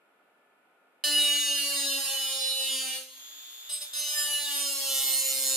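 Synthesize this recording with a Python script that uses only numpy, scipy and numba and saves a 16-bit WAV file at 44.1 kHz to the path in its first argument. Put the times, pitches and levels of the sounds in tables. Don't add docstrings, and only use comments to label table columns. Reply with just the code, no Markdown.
import sys
import numpy as np
from scipy import signal
from scipy.io import wavfile
from scipy.ndimage import uniform_filter1d
from numba import njit

SR = 44100
rng = np.random.default_rng(int(sys.argv[2]) if len(sys.argv) > 2 else 0)


def transcribe(signal):
    frames = np.atleast_2d(signal).T
    limited = np.clip(frames, -1, 1)
    pcm = np.round(limited * 32767).astype(np.int16)
    wavfile.write(sys.argv[1], SR, pcm)


def ratio(d):
    e = np.asarray(d, float) / 20
    return 10 ** e


N = 245195
HOP, WINDOW = 128, 512
FRAMES = np.arange(N // HOP + 9) * HOP / SR
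BINS_HZ = np.fft.rfftfreq(WINDOW, 1 / SR)

BAND_EDGES_HZ = 700, 2400, 3300, 7500, 15700
# f/Hz, level/dB per Hz
LID_COLOUR = [(410, -73), (700, -72), (807, -24), (2470, -24.5), (2920, -17.5), (3280, -21), (3790, -13.5),
              (7740, -15.5), (8920, -9.5), (15600, -17.5)]
# f/Hz, width/Hz, level/dB
LID_MODES_FIRST = [(1695.5, 17.3, 18.5), (2830, 225, 15.5), (3070, 7.8, -11), (4027, 24, 0),
                   (3854, 8.3, 12), (4280, 160, 6.5), (4780, 27, 2), (5840, 64, -14), (6950, 22, -11),
                   (8670, 360, 4), (10200, 38, -12), (10900, 81, 2), (11140, 72, 10.5)]
# f/Hz, width/Hz, level/dB
LID_MODES_SECOND = [(1730, 12, -1), (2910, 43, 6), (3576, 50, 4.5), (4190, 120, 4), (5060, 67, 0),
                    (5630, 26, -10), (5960, 13, 8), (6940, 200, 2.5), (8160, 274, 8), (8560, 13, 7.5),
                    (10520, 41, 11), (11160, 160, 6), (13100, 13, 0), (14000, 180, 4), (14500, 42, -4)]
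# shaft order/1, level/dB
COMMUTATOR_ORDERS = [(11.14, -73), (11.57, -54.5), (12, -52.5), (12.43, -55), (13, -62), (17, -71),
                     (24, -52.5), (24.43, -74), (25, -81), (35, -79), (36, -64), (37, -84), (47, -69),
                     (48, -53.5), (49, -70), (50, -75)]
# f/Hz, level/dB per Hz
FAN_COLOUR = [(150, -44), (260, -18.5), (400, -15), (942, -10), (1590, -6.5), (1850, -4.5), (2230, -6),
              (3470, 3.5), (5670, -8.5), (6950, -1), (8380, -12.5), (12600, -13), (13900, -20),
              (14700, -60)]
# f/Hz, level/dB per Hz
ROOM_COLOUR = [(88, -52), (150, -34), (243, -7.5), (303, -5), (333, -11), (473, -2.5), (529, -8), (673, -4),
               (1220, -11.5), (1440, -2.5), (1580, -16), (2150, -13), (2400, -11.5), (4500, -29.5),
               (6000, -35), (7600, -31), (12600, -29.5), (16400, -74), (22000, -120)]
# f/Hz, rms level/dB
APPLIANCE_LINES = [(1260, -84), (1396, -88), (1410, -82), (1740, -85.5), (1486, -87.5)]
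# f/Hz, likeness/1
NEAR_LIKENESS = [(60, 0.91), (180, 0.33), (550, 1), (1650, 0.92), (4970, 0.78), (15000, 0.048)]
# f/Hz, level/dB
LEFT_LEAN = [(60, -6), (180, 5), (550, -3.5), (1650, -3.5), (4970, -0.1), (15000, -2.5)]
# f/Hz, likeness/1
FAR_LIKENESS = [(100, 0.29), (300, 1), (640, 0.61), (1400, 0.25), (3100, -0.1), (6800, -0.3), (15000, 0.99)]
# t/s, held/s, level/dB, rise/dB per s
TOUCHES = [
    (3.697, 0.066, -47, 2500),
    (3.82, 0.0088, -44.5, 600),
]
# t/s, f/Hz
SPEED_FIRST = [
    (1.038, 295.9),
    (1.112, 293.2),
    (1.844, 279.3),
    (2.286, 268.7),
    (2.604, 267.6),
    (2.904, 260.9),
    (2.97, 261.1),
]
# t/s, f/Hz
SPEED_SECOND = [
    (3.96, 296.6),
    (4.12, 296.6),
    (4.338, 292.5),
    (4.626, 283.2),
    (4.782, 276.0),
    (4.934, 271.2),
    (5.108, 268.3),
    (5.56, 266.2),
]
# f/Hz, level/dB per Hz
RUMBLE_COLOUR = [(15, -44), (25, -14), (48, -16), (113, -28), (155, 16), (200, 14), (260, -10), (440, -120)]
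# t/s, level/dB
CAN_HOLD = [
    (1.6, 6),
    (1.75, -8),
    (2.7, 1),
    (2.85, 4),
    (3.7, -12),
    (4.9, 1),
]
# t/s, level/dB
PRESSURE_FIRST = [
    (1.04, -32.5),
    (1.12, -34),
    (1.5, -36.5),
    (1.85, -34),
    (2.1, -34),
    (2.55, -39.5),
    (2.75, -36),
    (2.86, -38.5),
    (2.96, -38),
]
# t/s, level/dB
PRESSURE_SECOND = [
    (3.936, -44.5),
    (3.97, -41.5),
    (4.2, -37),
    (4.45, -39.5),
    (4.62, -36),
    (4.74, -37),
    (4.92, -34),
    (5.3, -35),
    (5.56, -32),
]
# t/s, length/s, order/1, level/dB
HUM_LULLS = [
    (3.23, 0.053, 1, -5),
    (3.52, 0.15, 1, -8),
]
# low lid level/dB, main mode level/dB, fizz level/dB
BAND_SHARES = [
    (-11, -4, -2),
    (-13.5, -3, 1),
]
CHATTER_SHARES = -5.5, -7, -0.5
# t/s, length/s, order/1, level/dB
SQUEALS_FIRST = [(1.05, 0.2, 25, 7), (1.04, 0.17, 17, 10.5), (1.05, 0.22, 36, 11.5), (1.05, 0.19, 6, 9),
                 (1.04, 0.64, 10, 8), (1.17, 0.25, 10, 4.5), (1.18, 0.085, 30, 15), (1.2, 0.18, 29, 13),
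                 (1.29, 0.18, 24, 6), (1.3, 0.22, 14, -9), (1.32, 0.26, 23, 12), (2.42, 0.24, 15, 14),
                 (1.35, 0.12, 25, 14.5), (1.45, 0.17, 22, 11), (1.48, 0.11, 35, 9), (1.61, 0.14, 16, 7),
                 (1.64, 0.2, 24, 7.5), (1.72, 0.12, 25, 10), (1.73, 0.074, 31, 7.5), (1.88, 0.08, 15, 9),
                 (1.87, 0.076, 21, 9.5), (2.25, 0.5, 11, 6.5), (2.02, 0.14, 33, 16.5),
                 (2.22, 0.61, 19, 5.5), (2.23, 0.33, 34, 13.5), (2.24, 0.38, 26, 6), (2.27, 0.48, 14, 5),
                 (2.35, 0.49, 40, 8), (2.69, 0.2, 26, 10), (2.72, 0.15, 38, 11)]
# t/s, length/s, order/1, level/dB
SQUEALS_SECOND = [(3.712, 0.14, 17, 9), (3.7, 0.11, 28, 4.5), (3.69, 0.43, 13, 11), (3.7, 0.11, 28, 7.5),
                  (3.927, 0.24, 17, 8.5), (3.97, 0.33, 4, 4.5), (4.0, 0.17, 29, -10), (4.09, 0.18, 25, 13),
                  (4.153, 0.5, 6, 12), (4.17, 0.11, 30, 10.5), (4.18, 0.25, 36, 7),
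                  (4.183, 0.078, 17, 11.5), (4.27, 0.26, 10, 7.5), (4.34, 0.28, 37, 8.5),
                  (4.46, 0.2, 13, 9), (4.398, 0.19, 8, 6), (4.573, 0.3, 18, 6.5), (5.2, 0.13, 26, 7),
                  (4.88, 0.27, 11, 6), (4.95, 0.51, 8, 10), (4.91, 0.21, 13, 13.5), (4.95, 0.21, 49, 20),
                  (5.07, 0.049, 16, 6), (5.14, 0.067, 33, 17.5), (5.16, 0.26, 47, 6), (3.75, 0.14, 8, 10),
                  (4.376, 0.068, 37, 10), (5.42, 0.165, 40, 4), (5.6, 0.27, 33, 8)]
# t/s, length/s, order/1, level/dB
GRIP_CHANGES = [(1.1, 0.9, 1, 13.5), (1.49, 0.024, 1, -4), (1.69, 0.044, 1, -5.5), (2.13, 0.012, 1, -16),
                (2.74, 0.16, 1, 10), (3.02, 0.21, 1, 9.5), (3.02, 0.1, 2, 6.5), (3.7, 0.46, 1, -18),
                (4.5, 0.31, 1, 8.5), (5.45, 0.12, 1, 2.5), (1.38, 0.097, 2, -7), (1.59, 0.029, 2, -11),
                (2.05, 0.0068, 2, -10), (2.24, 0.063, 2, -8.5), (2.3, 0.38, 2, 3.5), (2.8, 0.15, 2, -4),
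                (3.7, 0.97, 2, -2.5), (4.5, 0.013, 2, -9), (5.0, 0.2, 2, -5)]
# t/s, length/s, order/1, level/dB
MORE_SQUEALS = [(1.02, 0.059, 10, 1), (1.034, 0.027, 14, 6), (3.4, 0.13, 11, 12), (4.39, 0.06, 14, 9),
                (7.6, 0.053, 15, 8), (2.9, 0.13, 11, 4.5), (4.42, 0.042, 13, 6), (5.406, 0.18, 26, 5.5),
                (5.32, 0.24, 47, 3.5), (1.23, 0.18, 8, 8), (1.646, 0.15, 4, 10), (2.37, 0.15, 19, 8.5),
                (0.92, 0.044, 3, 18), (2.3, 0.45, 6, -13), (2.26, 0.44, 7, -9), (2.86, 0.13, 9, 6.5),
                (2.836, 0.26, 3, 15.5), (3.1, 0.23, 4, 14), (7.1, 0.069, 36, 32), (3.5, 0.33, 5, 1),
                (2.4, 0.83, 4, -5)]
# t/s, length/s, order/1, level/dB
ORDER_SHIFTS_FIRST = [(1.04, 0.19, 18, -8), (1.04, 0.28, 12, -7), (1.04, 0.42, 38, -6), (1.06, 0.8, 22, -3.5),
                      (1.06, 0.54, 37, 7), (1.08, 0.27, 34, 7.0), (1.14, 0.065, 16, -5), (1.2, 0.38, 13, 8),
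                      (1.16, 0.62, 30, -1.5), (1.16, 0.88, 19, -6), (1.2, 0.39, 17, -1.5), (2.15, 0.13, 20, -10),
                      (1.32, 0.72, 33, -11), (1.34, 0.52, 7, 5.5), (1.1, 0.9, 20, -3), (1.36, 0.067, 12, 6),
                      (1.42, 0.96, 6, -3), (1.46, 0.14, 16, 5.5), (1.5, 0.12, 11, 5), (1.5, 0.21, 38, 8),
                      (1.5, 0.29, 25, -2), (1.52, 0.74, 12, -6.5), (1.56, 0.98, 10, -2.5), (1.68, 0.16, 23, -3),
                      (1.74, 0.17, 11, 2), (1.9, 0.8, 35, -2), (1.84, 0.11, 15, -3), (1.84, 0.8, 8, -9),
                      (1.92, 0.58, 29, -12), (1.94, 0.67, 31, -10), (1.94, 1, 16, -7), (1.96, 0.097, 26, -20),
                      (2.04, 1, 22, -2), (2.06, 0.17, 11, 3), (2.1, 0.17, 17, -11), (2.15, 0.13, 21, -8),
                      (2.18, 0.59, 23, -10), (2.18, 0.8, 18, 2), (2.22, 0.99, 25, 2), (2.22, 1, 34, -3.5),
                      (2.28, 0.48, 13, 6), (2.34, 0.2, 16, 8), (2.36, 0.33, 24, -19), (2.44, 0.11, 14, 2),
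                      (2.62, 0.13, 17, 2), (2.68, 0.36, 12, 4.5), (2.68, 0.15, 15, -3), (2.7, 0.15, 42, -5),
                      (2.82, 0.24, 43, -18)]
# t/s, length/s, order/1,
# level/dB
ORDER_SHIFTS_MOSTLY_SECOND = [(3.69, 0.096, 34, 18), (3.677, 0.334, 33, 18.5), (3.68, 0.52, 45, 8.5),
                              (3.68, 0.7, 43, 10.5), (3.68, 0.877, 29, -8), (3.702, 0.41, 23, -3), (3.713, 0.58, 39, -5),
                              (3.7, 0.98, 48, -11), (3.72, 0.63, 27, 2), (3.713, 0.69, 26, -5), (3.738, 0.92, 28, 9.5),
                              (3.785, 0.15, 10, -11), (3.8, 0.79, 32, -14), (3.8, 0.94, 52, -5), (3.8, 0.98, 30, 0),
                              (3.94, 0.51, 44, -13), (3.99, 0.16, 21, 10.5), (4.082, 0.64, 51, -14), (4.122, 0.19, 14, -8),
                              (4.238, 0.15, 18, -11.5), (4.26, 0.4, 31, 7.5), (4.384, 0.28, 37, -7), (4.38, 0.98, 21, -4),
                              (4.433, 0.27, 12, 6.5), (4.457, 0.53, 33, -21), (2.66, 0.32, 20, -7),
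                              (4.534, 0.066, 40, 13.5), (4.544, 0.14, 10, -7.5), (4.618, 0.2, 22, -18), (4.62, 1, 35, -20),
                              (4.66, 0.77, 13, -4.5), (4.46, 0.69, 20, 5), (4.734, 0.15, 19, -7), (4.736, 0.19, 31, -21),
                              (4.86, 0.3, 46, 6), (4.755, 1, 17, -8), (4.815, 0.84, 25, -10), (4.88, 0.27, 48, -16),
                              (4.96, 0.3, 49, -5), (4.962, 0.42, 54, 10), (5.04, 0.42, 50, 11), (5.178, 0.4, 32, -11),
                              (5.2, 0.174, 51, 8), (5.22, 0.11, 26, 4.5), (5.243, 0.27, 40, 2), (5.277, 0.26, 23, -18),
                              (1.72, 0.15, 40, 1), (5.355, 0.23, 11, -6.5)]
# t/s, length/s, order/1, level/dB
ORDER_SHIFTS_MORE = [(1.06, 0.1, 8, -16), (1.1, 0.22, 25, -1), (1.17, 0.54, 29, -4.5), (3.3, 0.74, 15, 1),
                     (5.08, 0.48, 15, -3), (5.4, 0.11, 37, 13), (1.5, 0.63, 9, -5.5), (1.606, 0.13, 8, 9.5),
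                     (6.5, 0.55, 18, -15), (1.776, 0.12, 14, 8.5), (5.32, 0.13, 30, -11), (1.84, 0.096, 15, 0),
                     (2, 0.255, 14, -6), (2.04, 0.13, 33, -7), (2.1, 0.71, 5, -5), (2.1, 0.47, 10, -3.5),
                     (5.34, 0.22, 37, -9), (2.403, 0.18, 14, -0.5), (4.66, 0.071, 38, 8.5), (3.7, 0.29, 33, -4.5),
                     (3.7, 0.62, 9, -3.5), (3.7, 0.85, 27, -5), (4.7, 0.48, 11, -2.5), (3.82, 0.75, 28, -7.5),
                     (3.77, 0.366, 25, -6), (4.18, 0.09, 6, 6), (4.4, 0.18, 10, -2.5), (4.2, 0.78, 28, -7),
                     (4.4, 0.32, 29, -7), (4.9, 0.12, 30, -3), (4.52, 0.86, 6, -6.5), (5, 0.27, 36, -18),
                     (4.637, 0.59, 9, -12), (1.26, 0.8, 18, 4.5), (2.42, 0.48, 33, 5)]

START_S, LIFT_S, RING_END_S = 1.0384, 2.98, 3.22
CHATTER_S, CHATTER_RISE_S = 4.47, 1
GRAINY_ORDER = 55


def cutting(hz, turns):
    t = np.arange(N) / SR
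    grit_db, chatter_db, skid_db, skid_s = -13, 1, 7, 2.88
    skid = np.clip((t - skid_s) / 0.11, 0, 1) * (t < RING_END_S)
    share = ratio(grit_db + chatter_db * (t > CHATTER_S) + skid_db * skid)
    touching = np.clip(np.maximum(RING_END_S - t, t - TOUCHES[0][0] + .02) / .01, 0, 1)
    ringing = scrape(hz, turns)
    loose = grit(turns)
    loose *= np.std(ringing) / np.std(loose)
    contact = (ringing + share * loose + rumble()) / np.sqrt(1 + share ** 2)
    return ratio(pressure_db(t)) * touching * contact


def scrape(hz, turns):
    orders = np.arange(3, 60)
    lines = orders[:, None] * hz
    upper_gain = skip_depth() * np.cos(np.pi * turns)
    shape = stroke_shape(orders) * banded(lid_gain(lines, lift_db=1.0), lines)
    out = partials(orders, shape, turns)
    out += upper_gain * zero_phase(out, (1500, 8000), "band")
    bite = at_samples(np.interp(FRAMES, (4.75, 5.2), (.12, .2)))
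    once_a_turn = (1 + bite * np.cos(2 * np.pi * turns)) / np.sqrt(1 + bite ** 2 / 2)
    return out + zero_phase(out, 3300, "high") * (once_a_turn - 1)


def stroke_shape(orders):
    smear, sway, sway_s = .55, .8, .3
    wander, wander_s, flutter, flutter_s = 0.64, 0.094, 0.47, 0.022
    row, mean_hz = orders[:, None], orders * 280
    squeal_db = lifts_db(SQUEALS_FIRST + SQUEALS_SECOND + MORE_SQUEALS, orders)
    shift_db = lifts_db(ORDER_SHIFTS_FIRST + ORDER_SHIFTS_MOSTLY_SECOND + ORDER_SHIFTS_MORE, orders, taper=0, spread=0)
    phase = 2 * np.pi * (.5 + smear * (rng.random(len(orders)) - .5))
    apart = 1.82 * np.arccos(np.clip(read(NEAR_LIKENESS, mean_hz), 0, 1)) * rng.standard_normal(len(orders))
    steady = np.exp(1j * (phase + np.outer([.5, -.5], apart)))[..., None]
    swing = sway * ratio(-squeal_db.clip(0)) * np.minimum(row / 4, 1) * paired(mean_hz, sway_s)[0].real
    steady = steady * np.exp(1j * swing * np.array([1, -1])[:, None, None])
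    drift = wander * paired(mean_hz, wander_s) + flutter * paired(mean_hz, flutter_s)
    drift_gain = ratio(squeal_db * (1 + row / GRAINY_ORDER) / 2)
    return (steady * ratio(squeal_db) + drift * drift_gain) * ratio(shift_db)


def grit(turns):
    gating, tilt_db, patchy_db = 0.26, 1.1, 3.5
    bins = BINS_HZ[:, None] + 0 * FRAMES
    patches = uniform_filter1d(rng.standard_normal(bins.shape), 5, 0)
    patches = evened(uniform_filter1d(patches, 24, 1))
    colour = lid_gain(bins, lift_db=0.) * ratio(patchy_db * patches)
    colour = banded(colour, bins, most_db=-1.5)
    treble_db = np.interp(bins, (5500, 9500), (0, 6.5)) + tilt_db * np.log2(bins / 5000 + 0.0054)
    pulse = 1 + gating * np.cos(2 * np.pi * turns) + skip_depth() * np.cos(np.pi * turns)
    return hiss(colour * ratio(treble_db)) * pulse


def rumble():
    hold_db = at_samples(column(CAN_HOLD, 1, FRAMES))
    return ratio(-55 + hold_db) * evened(hiss(ratio(read(RUMBLE_COLOUR, BINS_HZ))[:, None]))


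def lid_gain(hz, lift_db):
    blur = 1.52
    first, second = (sum(ratio(db + lift_db) ** 2 / (1 + (2 * (hz - f) / (blur * width)) ** 2)
                         for f, width, db in modes) for modes in (LID_MODES_FIRST, LID_MODES_SECOND))
    modes = np.where(FRAMES < RING_END_S, first, second)
    return ratio(read(LID_COLOUR, hz)) * np.sqrt(1 + modes) * leaned(hz)


def banded(gain, hz, most_db=20):
    low, main, fizz = (np.where(FRAMES < RING_END_S, first, second) + change * wear(FRAMES)
                       for first, second, change in zip(*BAND_SHARES, CHATTER_SHARES))
    shares_db = low, np.minimum(main, most_db), 0, fizz
    out = np.zeros(gain.shape)
    for lo, hi, share_db in zip(BAND_EDGES_HZ, BAND_EDGES_HZ[1:], shares_db):
        part = gain * ((hz >= lo) & (hz < hi))
        power = (part ** 2).mean(0).sum(0)
        out += part * ratio(share_db) / np.sqrt(power + 1e-20)
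    return out


def pressure_db(t):
    bite, ring, slip = 2522, 147, 221
    tail_db, tail = -9, 68
    lifted = np.maximum(t - PRESSURE_FIRST[-1][0], 0)
    first = column(PRESSURE_FIRST, 1, t) - np.minimum(ring * lifted, -tail_db + tail * lifted)
    second = column(PRESSURE_SECOND, 1, t) - bite * np.maximum(PRESSURE_SECOND[0][0] - t, 0)
    levels = [first, second]
    for s, held, db, rise in TOUCHES:
        levels.append(db - rise * np.maximum(s - t, 0) - slip * np.maximum(t - s - held, 0))
    return np.max(levels, axis=0)


def wear(t):
    return np.clip((t - CHATTER_S) / CHATTER_RISE_S, 0, 1)


def skip_depth():
    return at_samples(.03 + .36 * wear(FRAMES))


def chatter(t):
    end_s, fall_s = 5.52, 0.39
    return wear(t) * np.clip((end_s - t) / fall_s, 0, 1)


def lifts_db(events, orders, edge_s=.025, taper=.2, spread=1.5):
    lift = np.zeros((len(orders), len(FRAMES)))
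    for s, length, order, db in events:
        reach = .1 + spread * (order / GRAINY_ORDER) ** 4
        near = np.exp(-((orders - round(order)) / reach) ** 2)
        rise = (FRAMES - s) / edge_s + 1
        fall = (s + length - FRAMES) / (edge_s + taper * length) + .7
        lift += db * near[:, None] * np.clip(np.minimum(rise, fall), 0, 1)
    return lift


def shaking(turns):
    orders = np.arange(1, 5) / 2
    row, mean_hz = orders[:, None], orders * 280
    grip_db = lifts_db(GRIP_CHANGES, np.arange(1, 3), edge_s=0.057, taper=0)
    wobble, twice = ratio(pressure_db(FRAMES) + grip_db)
    idle = ratio(-80.5 + lifts_db(HUM_LULLS, np.ones(1))[0])
    skips = chatter(FRAMES)
    levels = np.array([ratio(-81.5) * (skips > 0) * (FRAMES > 4.97),
                       ratio(-29.5) * wobble + idle,
                       ratio(-73) * np.sqrt(skips),
                       ratio(-14.5) * twice])
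    shudder = .05 + .08 * skips + .9 * (row == 3 / 2)
    unsteady = 1 + 0.29 * paired(mean_hz, 0.088) + shudder * paired(mean_hz, 0.0075)
    return partials(orders, levels * unsteady * leaned(row * 280), turns)


def motor(hz, turns):
    wander, blur, flutter = .2, .4, .2
    shell_hz, shell_width_hz = 3540, 230
    orders, levels_db = np.transpose(COMMUTATOR_ORDERS)
    row, mean_hz = orders[:, None], orders * 280
    low = row < 14
    apart = rng.uniform(0.91, 1.0, len(orders))
    shape = np.exp(1j * np.outer([1, -1], apart))[..., None] + wander * paired(mean_hz, 0.018, FAR_LIKENESS)
    shape = shape + blur * low * paired(mean_hz, 0.01, FAR_LIKENESS)
    shell = np.where(low, 1 / (1 + ((row * hz - shell_hz) / shell_width_hz) ** 2), 1)
    loaded_s = np.maximum(RING_END_S - FRAMES, FRAMES - PRESSURE_SECOND[0][0])
    load_db = -7 * np.clip(loaded_s / .15, 0, 1)
    fan = hiss(ratio(read(FAN_COLOUR, BINS_HZ))[:, None], FAR_LIKENESS)
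    fan = evened(fan * (1 + flutter * np.cos(2 * np.pi * turns)))
    fan = highpass(ratio(-51 + at_samples(load_db)) * fan, 6, 230)
    return partials(orders, ratio(levels_db[:, None] + load_db) * shape * shell, turns) + fan


def shaft_turns(let_go_s):
    top_hz, freed_s, spin_up_s = 299, 2.98, .4
    last_s, last_hz = SPEED_FIRST[-1]
    free = top_hz - (top_hz - last_hz) * np.exp(-(FRAMES - freed_s) / spin_up_s)
    loaded = column(SPEED_FIRST + SPEED_SECOND, 1, FRAMES)
    hz = np.where((FRAMES > let_go_s) & (FRAMES < SPEED_SECOND[0][0]), free, loaded)
    hz[(FRAMES > last_s) & (FRAMES <= let_go_s)] = last_hz
    return hz, np.cumsum(at_samples(hz)) / SR


def room():
    air = evened(hiss(ratio(read(ROOM_COLOUR, BINS_HZ))[:, None], FAR_LIKENESS))
    air = highpass(ratio(-66.5) * air, 1, 150)
    hz, db = np.transpose(APPLIANCE_LINES)
    gains = ratio(db)[:, None] * (1 + 0.82 * paired(hz, 0.3))
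    return air + partials(hz, gains, np.arange(N) / SR)


def partials(orders, gains, turns):
    return np.sqrt(2) * spin(orders * 1., np.ascontiguousarray(gains.transpose(2, 0, 1)), turns, HOP)


@njit
def spin(orders, gains, turns, hop):
    out = np.zeros((2, len(turns)))
    for n in range(len(turns)):
        frame, u = n // hop, (n % hop) / hop
        for k in range(len(orders)):
            phasor = np.exp(-2j * np.pi * orders[k] * turns[n])
            for ch in range(2):
                gain = gains[frame, ch, k] * (1 - u) + gains[frame + 1, ch, k] * u
                out[ch, n] += (gain * phasor).real
    return out


def hiss(gain, likeness=NEAR_LIKENESS):
    z = paired(BINS_HZ, likeness=likeness) * gain
    return signal.istft(z, nperseg=WINDOW, noverlap=WINDOW - HOP)[1][:, :N]


def paired(hz, smooth_s=0., likeness=NEAR_LIKENESS):
    a, b, c, d = rng.standard_normal((len(FRAMES), len(hz), 4)).T
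    same = np.clip(read(likeness, hz), -1, 1)[:, None]
    left = a + 1j * b
    right = same * left + np.sqrt(1 - same ** 2) * (c + 1j * d)
    bell = np.exp(-(np.fft.fftfreq(len(FRAMES), HOP / SR) * smooth_s) ** 2)
    return evened(np.fft.ifft(np.fft.fft(np.array([left, right])) * bell))


def leaned(hz):
    return ratio(np.array([.5, -.5])[:, None, None] * read(LEFT_LEAN, hz))


def zero_phase(x, hz, kind):
    return signal.sosfiltfilt(signal.butter(2, hz, kind, fs=SR, output="sos"), x)


def highpass(x, order, hz):
    return signal.sosfilt(signal.butter(order, hz, "high", fs=SR, output="sos"), x)


def evened(x):
    return x / np.sqrt(np.mean(abs(x) ** 2) + 1e-20)


def read(points, hz):
    f, value = np.transpose(points)
    return np.interp(np.log(hz + 1), np.log(f + 1), value)


def column(rows, index, t):
    table = np.array(rows)
    return np.interp(t, table[:, 0], table[:, index])


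def at_samples(x):
    return np.interp(np.arange(N) / SR, FRAMES, x)


def scene():
    hz, turns = shaft_turns(RING_END_S)
    running = np.clip((np.arange(N) / SR - START_S) / 0.00057, 0, 1)
    tool = cutting(hz, turns) + shaking(turns) + motor(*shaft_turns(LIFT_S))
    return room() * (1 - running) + running * tool


def roll_off(x):
    return signal.sosfilt(signal.butter(12, 16680, fs=SR, output="sos"), x)


def record(dry):
    edge = signal.firwin(401, 15600, window=("kaiser", 9), fs=SR)
    mix = signal.oaconvolve(dry, edge[None], "same")
    return roll_off(mix)


dry = scene()
out = record(dry)
transcribe(out)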